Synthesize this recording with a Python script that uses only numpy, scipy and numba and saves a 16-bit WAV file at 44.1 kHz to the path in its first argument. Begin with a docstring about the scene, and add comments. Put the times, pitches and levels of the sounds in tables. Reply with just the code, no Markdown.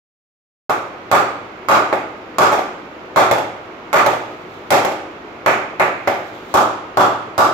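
"""A small, bare room, a phone's two microphones a few metres from a willow cricket bat being knocked in.
Each blow of the wooden mallet rings the blade and the room; after some heavy ones the mallet drops
back for a lighter knock and a bounce. A steady low rush with a faint hum fills the room, and a jacket
sleeve rustles twice. The phone opens at the first knock, and its limiter flattens the loud ones."""
import sys
import numpy as np
from scipy import signal
from scipy.fft import rfft, irfft, next_fast_len
from scipy.io import wavfile
from scipy.ndimage import uniform_filter1d, minimum_filter1d
from numba import njit

SR = 44100
rng = np.random.default_rng(int(sys.argv[2]) if len(sys.argv) > 2 else 0)


def waveform_to_disk(signal):
    """Save audio, clipped to [-1, 1], as 16-bit WAV at the path in sys.argv[1]."""
    frames = np.transpose(np.atleast_2d(signal))
    scaled = np.clip(frames, -1, 1) * 32767
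    samples = np.round(scaled).astype(np.int16)
    wavfile.write(sys.argv[1], SR, samples)


N = 332073
RING = SR  # samples that one knock lasts

# stereo width of diffuse sound at the microphones: f/Hz, side minus mid/dB
STEREO_WIDTH = [(30, 3), (110, -23), (370, -11), (700, -6.5), (1300, 0), (8000, 0)]


def knocks(room_db=-15, standing_db=-27, fresh_share=0.67, ordinary_force_db=2):
    """Each blow reaches the phone directly and through the room; force and spot struck set its colour."""
    # wood on wood, struck in the middle of the face: f/Hz, relative density/dB
    wood_colour = [(40, -45.5), (95, -16), (200, -15.5), (370, -8), (470, -8.5), (770, -2), (1020, -7.5),
                   (1250, -4.5), (1850, -16), (2300, -15.5), (3000, -25.5), (5200, -31), (7300, -31.5),
                   (9000, -42), (13000, -34), (16000, -48)]
    # the blade's own modes, damped by the willow and the hand: f/Hz, relative level/dB, t60/s
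    blade_modes = [(563.2, -14.5, 0.19), (624.5, -13, 0.13), (854, -9.5, 0.055), (1099, -12, 0.089),
                   (1336, -18, 0.041), (2152, -15.5, 0.043), (3460, -43.5, 0.44), (4130, -22.5, 0.022)]
    # standing waves of the room: f/Hz, relative level/dB, t60/s
    room_modes = [(115.7, -13, 0.9), (156.9, -12, 0.47), (222.5, -16.5, 0.84), (288.3, -13, 1),
                  (315.4, -12, 0.98), (378.5, -0.5, 0.52), (504.7, -1.5, 0.35), (558, -1, 0.64),
                  (597, -4, 0.67), (744, -1, 0.41), (777.4, 6.5, 0.18), (841, 9.5, 0.23), (857, -4.5, 0.66),
                  (916, 11, 0.2), (1174, 4, 0.54), (1247, -11, 1), (1446, -13, 0.79), (1441, 0, 0.24),
                  (1743, 1.5, 0.21), (1694, -18, 0.94)]
    hz, out = freqs(RING), np.zeros((2, N + RING))
    ping_db = 2 * bell(hz, 3420, octaves=0.095)  # a narrow resonance of the wood
    wood = causal(level(undb(curve(wood_colour, hz) + ping_db), 0))
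    walls = diffuse(RING)
    taper = np.minimum(1, np.linspace(2, 0, RING)) ** 2
    for s, force_db, face_db, edge_db, crack_db in mallet_contacts():
        # harder blows thud less, are brighter and crush the fibres more
        excess_db = force_db - ordinary_force_db
        body_db = -0.091 * excess_db + 0.24 * edge_db  # an edge blow twists the blade and thuds more
        treble_db = 0.097 * excess_db + 0.5 * crack_db
        crush_db = 0.25 * excess_db + crack_db
        # the bat moves between blows, so only part of the echo pattern repeats
        echoes = np.sqrt(1 - fresh_share) * walls + np.sqrt(fresh_share) * diffuse(RING)
        impact = first_arrivals() + undb(crush_db) * fibre_crack()
        thud = wood * (impact + undb(room_db) * rfft(room_tail(echoes)))
        blade = ring(blade_modes, build_s=0.00019, detune=0.012)
        standing = undb(standing_db) * ring(room_modes, build_s=0.0075, detune=0.0021)
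        spot_db = body_db * bell(hz, 490, 0.52) + face_db * bell(hz, 1226, 0.25)
        spot_db += edge_db * bell(hz, 2130, 0.36) + upper_modes()
        hardness_db = treble_db / (1 + (3200 / hz) ** 4)
        colour = causal(undb(force_db + spot_db + hardness_db))
        start = int(s * SR)
        out[:, start:start + RING] += taper * irfft((thud + blade + standing) * colour)
    return out[:, :N]


def mallet_contacts(bounce_s=0.0705, bounce_db=-12):
    """Every touch of the mallet: the blows, then the loose drops, each with one weaker bounce."""
    # swung blows: t/s, force/dB, face resonance/dB, edge resonance/dB, contact crack/dB
    blows = [(.696, -1, 3.5, 0.5, 1), (1.1143, 8, 3.5, 0, 3), (1.6859, 9.5, 6, 0.5, 3.5),
             (1.9272, -1, -5, 1, -12), (2.3842, 10.5, 3.5, -2, 4), (3.1605, 10, 3, -2, 0),
             (3.9297, 8.5, 5, 3.5, 4.5), (4.705, 9.5, -4, 0, 6.5), (5.4615, 4, 2, 7, 1.5),
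             (5.7972, 2.5, 1, 8, -2), (6.0742, 0.5, -4.5, 3, -5), (6.5404, 10, 2.5, -8, 1),
             (6.972, 11, 3, -7.5, -5.5), (7.3792, 10, 3, -7, 1.5)]
    # the mallet drops back on the blade after a heavy blow: t/s, force/dB, contact crack/dB
    drops = [(2.5198, 2, -1.5), (3.3124, 3.5, -0.5), (4.0626, 1.5, 0.5), (4.8487, -1, 0.5)]
    face_db, edge_db = -7.5, -2  # a loose mallet hardly stirs the face resonance
    yield from blows
    for s, force_db, crack_db in drops:
        yield s, force_db, face_db, edge_db, crack_db
        yield s + bounce_s, force_db + bounce_db, face_db, edge_db, crack_db


def first_arrivals(direct_db=14, near_db=-12, lag_s=0.00012, push_hz=1900):
    """Spectrum of the mallet's push, left microphone leading, and its echoes off the nearest surfaces."""
    hz, lags = freqs(RING), np.array([[0], [round(lag_s * SR)]])
    push = causal(1 / np.sqrt(1 + (hz / push_hz) ** 4))
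    delay = np.exp(-2j * np.pi * hz * lags / SR)
    return undb(direct_db) * push * delay + undb(near_db) * burst(t60_s=0.062)


def fibre_crack(gain_db=-1, above_hz=2500):
    """Spectrum of the fibres crushing under the mallet: a short spit of treble."""
    highpass = causal(1 / (1 + (above_hz / freqs(RING)) ** 2))
    return undb(gain_db) * burst(t60_s=0.028) * highpass


def ring(modes, build_s, detune):
    """Spectrum of decaying modes, a little different at each blow, out of step between the microphones."""
    t, out = np.arange(RING) / SR, 0
    for (hz, db, t60), (_, pitch, side, late) in zip(modes, rng.standard_normal((len(modes), 4))):
        mic_phase = np.arctan(undb(curve(STEREO_WIDTH, hz))) * np.sign(side) * np.array([[1], [-1]])
        phase = 2 * np.pi * hz * (1 + detune * pitch) * t + np.pi * late
        out = out + undb(db) * fade(t60) * np.sin(phase + mic_phase)
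    return rfft(out * (1 - np.exp(-t / build_s)))


def upper_modes(ripple_db=2.17, spacing_hz=130, above_hz=2000):
    """The crowded upper modes of the wood, as chance peaks and dips in dB."""
    hz, heights = freqs(RING), rng.standard_normal(1024)
    ripple = np.interp(hz / spacing_hz, np.arange(len(heights)), heights)
    return ripple_db * ripple / (1 + (above_hz / hz) ** 4)


def room_tail(echoes, build_s=0.0029, slap_db=1.0, slap_s=0.083, slap_width_s=0.017):
    """Dense wall echoes build up quickly, swell as the far wall answers, and last longest in the mids."""
    # reverberation of the bare room: f/Hz, t60/s
    decay_times = [(100, 0.25), (400, 0.65), (1100, 0.63), (2500, 0.69), (6000, 0.53), (14000, 0.3)]
    hz, t = freqs(RING), np.arange(RING) / SR
    centres, t60s = np.transpose(decay_times)
    bands = [np.interp(np.log(hz), np.log(centres), row) for row in np.eye(len(centres))]
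    tail = sum(irfft(echoes * band) * fade(t60) for band, t60 in zip(bands, t60s))
    slap = undb(slap_db * np.exp(-((t - slap_s) / slap_width_s) ** 2))
    return tail * slap * (1 - np.exp(-t / build_s))


def rush(air_db=-34.5, flutter_db=2, pitch_wander=0.01132):
    """Room tone: a steady rush of air, as from a fan, with a few unsteady hum tones."""
    # colour of the moving air: f/Hz, relative density/dB
    air_colour = [(25, -23), (60, -17.5), (195, -8), (380, -3), (520, -4.5), (1000, -8), (1300, -7),
                  (1700, -14), (2200, -14), (5400, -34), (7000, -38.5), (9000, -56), (13000, -46),
                  (16000, -58)]
    # tones that hum in it: f/Hz, level/dB
    hum_tones = [(50, -63), (100, -55), (318, -45), (365, -45)]
    t = np.arange(N) / SR
    out = noise(air_colour) * undb(air_db)
    for hz, db in hum_tones:
        gain = undb(db + flutter_db * walk(16))
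        drift_s = np.cumsum(pitch_wander * walk(25)) / SR
        out += gain * np.sin(2 * np.pi * hz * (t + drift_s))
    return out


def sleeve(grain_db=2.5):
    """Cloth slides over cloth in soft, grainy swells as the bat is turned."""
    # movements of the arm: centre t/s, length/s, level/dB
    rustles = [(4.41, 0.79, -55), (6.33, 0.87, -49.5)]
    # colour of the rubbing cloth: f/Hz, relative density/dB
    cloth_colour = [(1500, -21), (3500, 8.5), (5000, -5), (7000, -5), (9000, -19), (13000, -10),
                    (16000, -13)]
    t = np.arange(N) / SR
    swell = sum(undb(db) * np.cos(np.pi * np.clip((t - s) / length, -.5, .5)) for s, length, db in rustles)
    return noise(cloth_colour) * swell * undb(grain_db * walk(30))


def limiter(x, ceiling_db=-1, release_s=0.0081, ramp_samples=48):
    """The phone's look-ahead limiter ducks both channels to hold loud knocks at the ceiling."""
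    peak = follow(np.abs(x).max(axis=0), np.exp(-1 / (release_s * SR)))
    gain = np.minimum(1, undb(ceiling_db) / (peak + 1e-9))
    return x * uniform_filter1d(minimum_filter1d(gain, 2 * ramp_samples), ramp_samples)


@njit
def follow(size, release):
    """Peak follower: jumps up at once, sinks slowly."""
    out, held = np.empty(len(size)), 0.
    for i in range(len(size)):
        held = max(size[i], held * release)
        out[i] = held
    return out


def diffuse(size):
    """Spectrum of white sound from all sides: alike left and right in the bass, unrelated above."""
    mid, side = rfft(rng.standard_normal((2, size)))
    width = undb(curve(STEREO_WIDTH, freqs(size)))
    return (mid + np.array([[1], [-1]]) * width * side) / np.sqrt(1 + width ** 2)


def burst(t60_s):
    """Spectrum of diffuse noise that dies away."""
    return rfft(irfft(diffuse(RING)) * fade(t60_s))


def noise(colour):
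    """Diffuse noise of a given colour, rms 1."""
    size = next_fast_len(N, True)
    spectrum = diffuse(size) * undb(curve(colour, freqs(size)))
    return level(irfft(spectrum, size)[:, :N], 0)


def walk(rate_hz):
    """Slow random wander, rms 1."""
    hold = int(SR / rate_hz)
    steps = np.repeat(rng.standard_normal(N // hold + 1), hold)
    return level(uniform_filter1d(steps, hold)[:N], 0)


def causal(gain):
    """Minimum-phase spectrum with this gain: nothing sounds before the blow."""
    cepstrum = irfft(np.log(gain))
    half = len(cepstrum) // 2
    cepstrum[1:half] *= 2
    cepstrum[half + 1:] = 0
    return np.exp(rfft(cepstrum))


def fade(t60_s):
    """Exponential decay over the length of a knock."""
    return np.exp(-np.log(1000) * np.arange(RING) / SR / t60_s)


def bell(hz, centre_hz, octaves):
    """Shape of a resonance, 1 at its centre."""
    return np.exp(-.5 * (np.log2(hz / centre_hz) / octaves) ** 2)


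def curve(points, hz):
    """Read (f/Hz, value) points on a log-frequency axis."""
    f, value = np.transpose(points)
    return np.interp(np.log(hz), np.log(f), value)


def freqs(size):
    """Frequencies of a spectrum, kept above zero."""
    return np.maximum(np.arange(size // 2 + 1) * SR / size, 1)


def level(x, db):
    """Scale to an rms level."""
    return x * undb(db) / np.sqrt(np.mean(x ** 2))


def undb(db):
    """Decibels to gain."""
    return 10 ** (np.asarray(db) / 20)


def scene():
    """Knocks a few metres off, over the room tone and the sleeve."""
    return knocks() + rush() + sleeve()


def record(dry, open_s=0.694, top_hz=16000):
    """The phone's microphones differ in colour; its input opens, is limited and loses the top."""
    # balance of the two microphones: f/Hz, left minus right/dB
    mic_balance = [(700, 0.4), (1300, -2.5), (2400, -5.5), (4400, -3.5), (8000, -4), (14000, -2)]
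    size = next_fast_len(N + RING, True)
    tilt_db = curve(mic_balance, freqs(size)) * np.array([[.5], [-.5]])
    heard = irfft(rfft(dry, size) * undb(tilt_db), size)[:, :N]
    is_open = np.arange(N) / SR > open_s
    lowpass = signal.ellip(8, .2, 70, top_hz, fs=SR, output="sos")
    return signal.sosfilt(lowpass, limiter(heard * is_open))


dry = scene()
out = record(dry)
waveform_to_disk(out)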